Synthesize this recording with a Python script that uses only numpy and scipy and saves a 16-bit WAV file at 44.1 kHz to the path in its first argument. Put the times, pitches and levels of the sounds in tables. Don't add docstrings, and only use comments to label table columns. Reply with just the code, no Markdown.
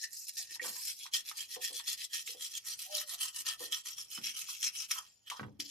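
import sys
import numpy as np
from scipy import signal
from scipy.fft import rfft, irfft
from scipy.io import wavfile
from scipy.ndimage import uniform_filter1d

SR = 44100
rng = np.random.default_rng(int(sys.argv[2]) if len(sys.argv) > 2 else 0)


def materialize(psi):
    bounded = np.clip(np.atleast_2d(psi).T, -1, 1)
    quanta = np.round(bounded * 32767).astype(np.int16)
    wavfile.write(sys.argv[1], SR, quanta)


N = 251370


def gain_of(db):
    return 10 ** (np.asarray(db) / 20)


def evened(x):
    return x / np.sqrt(np.mean(x ** 2) + 1e-20)


def read(points, hz):
    f, value = np.transpose(points)
    return np.interp(np.log(hz + 1), np.log(f + 1), value)


def add(mix, s, sound):
    part = mix[round(s * SR):][:len(sound)]
    part += sound[:len(part)]


def ring(x, hz, width):
    pole = np.exp((2j * np.pi * hz - np.pi * width) / SR)
    return 2 * signal.lfilter([1 - abs(pole)], [1, -pole], x).real


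def ring_twice(x, hz, width):
    return ring(ring(x, hz, width), hz, 5.26 * width)


def wander(seconds):
    size = max(round(seconds * SR), 1)
    return evened(uniform_filter1d(uniform_filter1d(rng.standard_normal(N), size=size), size=size))


def chance_map(shape, *smoothing):
    noise = rng.standard_normal(shape)
    for axis, cells in smoothing:
        noise = uniform_filter1d(noise, size=cells, axis=axis)
    return evened(noise)


# frequency in Hz, relative density in dB per Hz.
ROOM_SPECTRUM = [(25, -10), (90, 7), (300, -3), (700, -4.5), (2500, -14.5), (7000, -30), (14300, -21)]
ROOM_DB = -80


def room():
    hz = np.fft.rfftfreq(N, 1 / SR)
    a, b = rfft(rng.standard_normal((2, N)))
    same = np.clip(0.41 / (1 + (hz / 600) ** 2), 0, 1)
    both_sides = [a, same * a + np.sqrt(1 - same ** 2) * b]
    noise = irfft(gain_of(read(ROOM_SPECTRUM, hz)) * both_sides, N)
    return gain_of(ROOM_DB + 2.5 * wander(0.11)) * evened(noise)


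# turning point in seconds, relative level there in dB,
# rise in seconds, level of the bite in dB, level as the brush slows in dB.
STROKES = [(0.0, -47, 0.043, -30.5, -50), (.093, -57.5, 0.036, -45.5, -48),
           (0.263, -52.5, 0.029, -37.5, -44), (.321, -59, 0.059, -37, -45),
           (0.472, -55.5, 0.016, -50.5, -41.5), (0.585, -69, 0.037, -42.5, -40.5),
           (0.729, -47.5, 0.16, -36.5, -47), (0.96, -56.5, 0.022, -47, -46),
           (1.107, -76.5, 0.032, -30, -48), (1.233, -61.5, 0.024, -52, -41.5),
           (1.338, -63.5, 0.033, -38, -49), (1.476, -62.5, 0.015, -52.5, -42.5),
           (1.589, -64.5, 0.032, -36, -43), (1.718, -54, 0.01, -46.5, -40.5), (1.831, -60, 0.05, -33, -42),
           (1.965, -59.5, 0.013, -48, -41.5), (2.085, -71, 0.052, -36.5, -46.5),
           (2.243, -63, 0.022, -48, -42), (2.364, -63.5, 0.032, -45.5, -39),
           (2.493, -53.5, 0.087, -38, -57.5), (2.626, -63.5, 0.043, -39.5, -40.5),
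           (2.763, -62, 0.033, -44, -45.5), (2.883, -54.5, 0.065, -36.5, -39),
           (3.05, -63, 0.036, -42.5, -39), (3.173, -60.5, 0.037, -31.5, -48.5),
           (3.327, -61, 0.036, -42, -42.5), (3.441, -58.5, 0.028, -34, -49),
           (3.568, -67.5, 0.031, -45, -43.5), (3.697, -61, 0.028, -37, -49.5),
           (3.83, -67, 0.029, -46.5, -45), (3.954, -60.5, 0.029, -40, -54), (4.077, -65, 0.039, -43.5, -42),
           (4.209, -61, 0.03, -40, -42), (4.33, -56, 0.037, -44.5, -41.5),
           (4.457, -53.5, 0.035, -37.5, -48.5), (4.594, -51.5, 0.039, -32, -37),
           (4.715, -59.5, 0.036, -40, -44.5), (4.873, -61.5, 0.043, -28.5, -43),
           (4.956, -43.5, 0.034, -39.5, -55)]
# push in seconds, pull in seconds.
SLOWING_S = [0.029, 0.042]
# time in seconds, relative level in dB.
LIFT_TAIL = [(5.175, -73.5), (5.5, -85), (5.7, -100)]
# start in seconds, rise in seconds,
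# relative peak level in dB, loss in dB per second.
SCUFFS = [(5.256, 0.019, -53.5, 300), (5.297, 0.003, -50, 258), (5.349, 0.017, -57.5, 201),
          (5.592, 0.0093, -34.5, 1800), (5.6, 0.0068, -48.5, 35)]
LIFT_S, SCUFF_RISE_DB = 5.015, 29.5
LOSE_S, LOSE_SHARE = 0.02, 0.45


def contact():
    t = np.arange(N) / SR
    s, turn_db, rise, bite_db, slow_db = np.transpose(STROKES)
    ends = np.append(s[1:], LIFT_S)
    end_db = np.append(turn_db[1:], slow_db[-1])
    slows = np.maximum(ends - np.resize(SLOWING_S, len(s)), s + rise + 0.006)
    lost = np.minimum(slows + LOSE_S, (slows + ends) / 2)
    bent_db = turn_db + 0.57 * (bite_db - turn_db)
    lost_db = slow_db + LOSE_SHARE * (end_db - slow_db)
    corners = np.ravel([s, s + 0.76 * rise, s + rise, slows, lost], "F")
    level_db = np.ravel([turn_db, bent_db, bite_db, slow_db, lost_db], "F")
    level = gain_of(np.interp(t, *np.hstack([[corners, level_db], np.transpose(LIFT_TAIL)])))
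    for start, rise, db, loss_db in SCUFFS:
        since_peak = t - start - rise
        shape_db = np.minimum(SCUFF_RISE_DB * since_peak / rise, -loss_db * since_peak)
        level = level + (t > start) * gain_of(db + shape_db)
    return level


# time in seconds, change in dB of the first, second and third
# ring of the part, change in dB of the fizz of the tips.
GRIP = [(0.05, -20, 11, -25, -6.5), (.2, -24, -8.5, -36, 2.5), (.46, 1, 5, -19, -5), (.6, 6, 6.5, -4, -0.5),
        (.8, -41, -2, -11.5, 3), (1.05, -55, -27, -2.5, -2), (1.15, 13, 2, 2.5, -1),
        (2.1, 9, 7.5, 2.5, 2.5), (2.7, 13, -1, -3, 0), (3.5, 28, 9, 4, 2.5), (3.9, 18.5, 1.5, 1, 0.5),
        (4.85, 14, -39, -3, -1.5), (5, 33.5, 10.5, -0.5, 0), (5.17, 0, -13, -2.5, -12),
        (5.28, 22, 18, 12.5, -0.5), (5.38, 38, 4, 5, -2.5), (5.6, -11, -1, 1, -4.5)]
PULL_DB = [-2.4, 0.2, -1.5, 1.5]
# time in seconds, change of that ring in dB.
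TURNED = [(3.6, 0.5), (4.0, 11), (5.0, 11), (5.1, 0)]
# centre in Hz, width in Hz, relative density under the brush in dB per Hz.
PART = [(1250, 290, -26), (1868, 129, -5), (3170, 216, 6), (2540, 750, -6.5), (5594, 710, -5.5),
        (9360, 270, -9), (12960, 360, -9.5)]


def ring_levels(frames, stroke):
    grip_s, *columns = np.transpose(GRIP)
    pull = (stroke % 2) * (stroke < len(STROKES))
    *rings_db, fizz_db = [np.interp(frames, grip_s, column) + pull_db * pull
                          for column, pull_db in zip(columns, PULL_DB)]
    rings_db += [0 * frames] * (len(PART) - len(rings_db))
    rings_db[4] = np.interp(frames, *np.transpose(TURNED))
    rings_db[3] = 0.25 * rings_db[2] + 0.27 * rings_db[4]
    return rings_db, fizz_db


# frequency in Hz, relative density in dB per Hz.
BRISTLES = [(500, -30.5), (1000, -33.5), (1600, -36.5), (2500, -8), (4200, 1.5), (6500, 0), (10000, -5),
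            (14300, -9)]
# time in seconds, centre in Hz.
SLIDE = [(1.0, 3220), (1.7, 3314), (3.2, 3080), (4.7, 3180), (5.3, 3160)]


def brush_spectrum(hz, frames, stroke, strokes):
    rings_db, fizz_db = ring_levels(frames, stroke)
    body_db = 0.41 * rings_db[2] / (1 + (hz / 4000) ** 8)
    body_db = body_db - 0.35 * rings_db[4] / (1 + ((hz - 4200) / 800) ** 4)
    tips_db = fizz_db / (1 + (7500 / (hz + 1)) ** 8)
    power = gain_of(2 * (read(BRISTLES, hz) + body_db + tips_db))
    shifts = 1 + 0.023 * rng.standard_normal((len(PART), strokes))[:, stroke]
    shifts[2] *= np.interp(frames, *np.transpose(SLIDE)) / PART[2][0]
    at = np.arange(len(frames)) % (N // 128)
    rings_db = rings_db + 2.66 * np.array([wander(0.035)[::128][at] for _ in PART])
    for (centre, width, db), own_db, shift in zip(PART, rings_db, shifts):
        power = power + gain_of(2 * (db + own_db)) / (1 + (2 * (hz - centre * shift) / width) ** 4)
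    return power / np.mean(power)


def brush():
    strength = gain_of(3.6 * np.minimum(rng.exponential(1, N), 5.5))
    slips = strength * (rng.random(N) < 5000 / SR) * rng.choice([-1, 1], N)
    slips = evened(slips * gain_of(0.84 * wander(0.0087) + 0.5 * wander(0.0021)))
    hz, frames, z = signal.stft(slips * contact(), SR, nperseg=512, noverlap=384)
    starts = np.array([row[0] for row in STROKES + SCUFFS])
    stroke = np.clip(np.searchsorted(starts, frames) - 1, 0, None)
    hz = hz[:, None]
    power = brush_spectrum(hz, frames, stroke, len(starts))
    stereo = (2, len(hz), len(frames))
    spot = rng.standard_normal((2, len(hz), len(starts)))
    spot = evened(uniform_filter1d(spot + 0.5 * spot.mean(axis=0), size=7, axis=1))[:, :, stroke]
    patches = chance_map(stereo, (1, 10), (2, 8))
    sweep = chance_map(stereo[1:], (0, 30), (1, 5))
    high = 1 / (1 + (4000 / (hz + 1)) ** 4)
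    colour_db = 1.93 * spot + (0.57 + 2.1 * high) * patches + (1.55 + 0.63 * high) * sweep
    paths = chance_map(stereo, (1, 6), (2, 6))
    z = z * np.exp(1.3j * paths * np.sqrt(hz / 10000))
    z = z * np.sqrt(power) * gain_of(colour_db)
    return signal.istft(z, SR, nperseg=512, noverlap=384)[1][:, :N]


# start in seconds, dry peak level in dB, centre in Hz,
# spread in octaves, decay time of the rub in seconds.
BUMPS = [(.392, -61.5, 710, 0.065, .012), (.511, -64, 343, 0.075, .002), (0.562, -54.5, 940, 0.093, 0.0025),
         (0.596, -32.5, 1880, 0.08, 0.0032), (0.614, -42.5, 2250, 0.1, 0.0045),
         (.609, -45.5, 474, 0.2, 0.036), (.636, -39, 940, 1.2, 0.034), (.668, -59.5, 199, .3, .02),
         (0.748, -57.5, 970, 0.061, 0.034), (1.056, -48.5, 990, 0.039, 0.0011),
         (1.562, -42, 570, 0.28, 0.017), (1.699, -50.5, 530, 0.31, 0.021), (2.29, -54.5, 510, 0.22, 0.0058),
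         (2.342, -50.5, 557, 0.25, 0.012), (3.108, -56, 715, 0.08, 0.034), (3.402, -62, 292, .25, 0.0016),
         (3.475, -62, 714, 0.056, 0.044), (3.6, -41.5, 510, 0.42, 0.028), (4.168, -46.5, 193, 0.36, 0.03),
         (4.482, -49, 1250, 0.12, 0.018), (4.958, -50.5, 1250, 0.39, 0.026),
         (5.313, -38, 970, 0.044, 0.0088), (5.396, -30.5, 1230, 0.52, 0.00071),
         (5.393, -46.5, 198, .9, 0.0051), (5.4, -45, 113, .15, 0.048), (5.411, -39.5, 170, 0.64, 0.0025),
         (5.435, -44, 149, 0.52, .002), (5.431, -36.5, 1250, 0.52, 0.0026), (5.448, -44.5, 260, 1.4, .002),
         (5.456, -44.5, 191, 0.27, .002), (5.466, -44.5, 139, 0.55, 0.0015),
         (5.483, -47.5, 203, 1.57, 0.0015), (5.533, -51, 123, 0.37, .003), (5.59, -47, 260, 0.1, 0.0074),
         (5.615, -53.5, 256, 0.14, 0.021)]
BOWL_HZ = [113, 205, 270, 345, 400, 480, 715, 800, 870, 950, 1120, 1300, 1460, 1880, 2250]


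def bumps():
    out, t = np.zeros(N), np.arange(12000) / SR
    no_bass = signal.butter(3, 85, "highpass", fs=SR, output="sos")
    for s, db, centre, spread, length in BUMPS:
        blow = 12 * np.exp(-length / 0.0033) * (t == 0)
        grains = rng.standard_normal(len(t)) ** 3 / 4
        rub = blow + grains * np.minimum(t / (0.31 * length), 1) * np.exp(-t / length)
        sound = 0
        for hz in BOWL_HZ:
            nearness = gain_of(-6 * (np.log2(hz / centre) / spread) ** 2)
            sound = sound + nearness * ring_twice(rub, hz, 30 + 0.06 * hz)
        sound = signal.sosfilt(no_bass, sound)
        add(out, s, gain_of(db) * sound / abs(sound).max())
    return out


# start in seconds, dry peak level in dB,
# centre in Hz, decay time in seconds.
TICKS = [(1.065, -36.5, 1750, 0.0028), (1.314, -33, 1370, 0.0036), (1.56, -35, 1900, 0.002),
         (1.798, -36, 1500, 0.0072), (2.276, -30.5, 3220, 0.0034), (4.177, -36.5, 1380, 0.0078),
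         (4.629, -20, 4350, 0.0047), (4.91, -24, 3360, 0.012), (5.3007, -25.5, 3350, 0.004),
         (5.321, -36, 5200, 0.0018), (5.601, -27.5, 3450, 0.0057)]


def ticks():
    out, t = np.zeros(N), np.arange(3000) / SR
    for s, db, centre, length in TICKS:
        crack = (0.64 * rng.standard_normal(len(t)) + 5 * (t == 0)) * np.exp(-t / length)
        sound = 0
        for hz, width, _ in PART:
            nearness = gain_of(-11 * np.log2(hz / centre) ** 2)
            sound = sound + nearness * ring_twice(crack, hz, 2 * width)
        low_cut = np.clip(0.5 * centre, 600, 2500)
        sound = signal.sosfilt(signal.butter(4, low_cut, "highpass", fs=SR, output="sos"), sound)
        add(out, s, gain_of(db) * sound / abs(sound).max())
    return out


def tone(rows, flutter_db):
    s, hz, db = np.transpose(rows)
    t = np.arange(N) / SR
    fade = np.interp(t, [s[0] - .01, s[0], s[-1], s[-1] + 0.028], [0, 1, 1, 0])
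    wave = np.sqrt(2) * np.sin(2 * np.pi * np.cumsum(np.interp(t, s, hz)) / SR)
    return wave * fade * gain_of(np.interp(t, s, db) + flutter_db * wander(0.005))


# time in seconds, pitch in Hz, dry rms level in dB before the flutter.
GROAN = [(2.885, 592, -69), (2.918, 606, -50), (2.95, 608, -47.5), (2.975, 597, -52), (3.01, 582, -73),
         (3.05, 612, -61.5), (3.085, 550, -73)]
# time in seconds, pitch in Hz, level in dB likewise.
GROAN_HIGH = [(2.86, 720, -65), (2.915, 812, -61.5), (3.0, 754, -69)]


def groan():
    return tone(GROAN, flutter_db=2.0) + tone(GROAN_HIGH, flutter_db=5.0)


# time in seconds, pitch in Hz, dry rms level in dB before the flutter.
WHISTLE = [(5.06, 7550, -74), (5.11, 7330, -69), (5.25, 6700, -80)]


def whistle():
    return tone(WHISTLE, flutter_db=3.5)


# frequency in Hz, time to fall by 60 dB in seconds,
# echo level in dB, to which each source adds its own wet level.
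SINK = [(154, 0.42, 3), (426, 0.26, 1.5), (1500, 0.11, 5), (4080, 0.076, 3.5), (13000, 0.023, 4)]


def sink(x, wet_db):
    taps = np.zeros((2, SR // 2))
    at = np.arange(20, SR // 2 - 20, 20) + rng.integers(0, 20, (2, (SR // 2 - 21) // 20))
    np.put_along_axis(taps, at, rng.choice([-1., 1.], at.shape), 1)
    hz, t, z = signal.stft(taps, SR, nperseg=256)
    table = np.array(SINK)
    alike = 1 / (1 + (hz[:, None] / 260) ** 2)
    z = np.array([z[0], alike * z[0] + np.sqrt(1 - alike ** 2) * z[1]])
    z = z * gain_of(-60 * t / read(table[:, :2], hz)[:, None])
    z = z / np.sqrt((abs(z) ** 2).sum(axis=2).mean(axis=0))[:, None]
    flat = np.linalg.norm(signal.istft(z, SR, nperseg=256)[1][0])
    echo_gain = gain_of(read(table[:, ::2], hz))[:, None]
    tail = signal.istft(z * echo_gain, SR, nperseg=256)[1] / flat
    echoes = signal.fftconvolve(x * np.ones((2, 1)), tail, axes=1)[:, :N]
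    return x + gain_of(wet_db) * echoes


def scene():
    part = sink(brush(), wet_db=-6.5) + sink(ticks(), wet_db=-6.5)
    bowl = sink(bumps(), wet_db=-5.5)
    tones = sink(groan() + whistle(), wet_db=-10.5)
    return part + bowl + tones + room()


# frequency in Hz, level of left over right in dB.
LEFT_RIGHT = [(150, -1), (380, 2), (950, -1.5), (2380, -2.5), (5980, 4), (15000, -10.5)]
# frequency in Hz, lead of left over right in radians.
LEFT_LEADS = [(200, 0.33), (520, 1.5), (1900, 1.04), (3100, -0.67), (6370, -0.4), (7840, 3), (15200, 11)]
ROLL_HZ, EDGE_HZ = 14300, 15600


def record(dry):
    hz = np.fft.rfftfreq(N, 1 / SR)
    side = np.array([[.5], [-.5]])
    colour = gain_of(side * read(LEFT_RIGHT, hz)) * np.exp(1j * side * read(LEFT_LEADS, hz))
    coloured = irfft(rfft(dry) * colour, N)
    roll = signal.firwin(401, ROLL_HZ, window=("kaiser", 4), fs=SR)
    edge = signal.firwin(255, EDGE_HZ, window=("kaiser", 9), fs=SR)
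    rolled = signal.oaconvolve(coloured, roll[None], "same")
    return signal.oaconvolve(rolled, edge[None], "same")


dry = scene()
out = record(dry)
materialize(out)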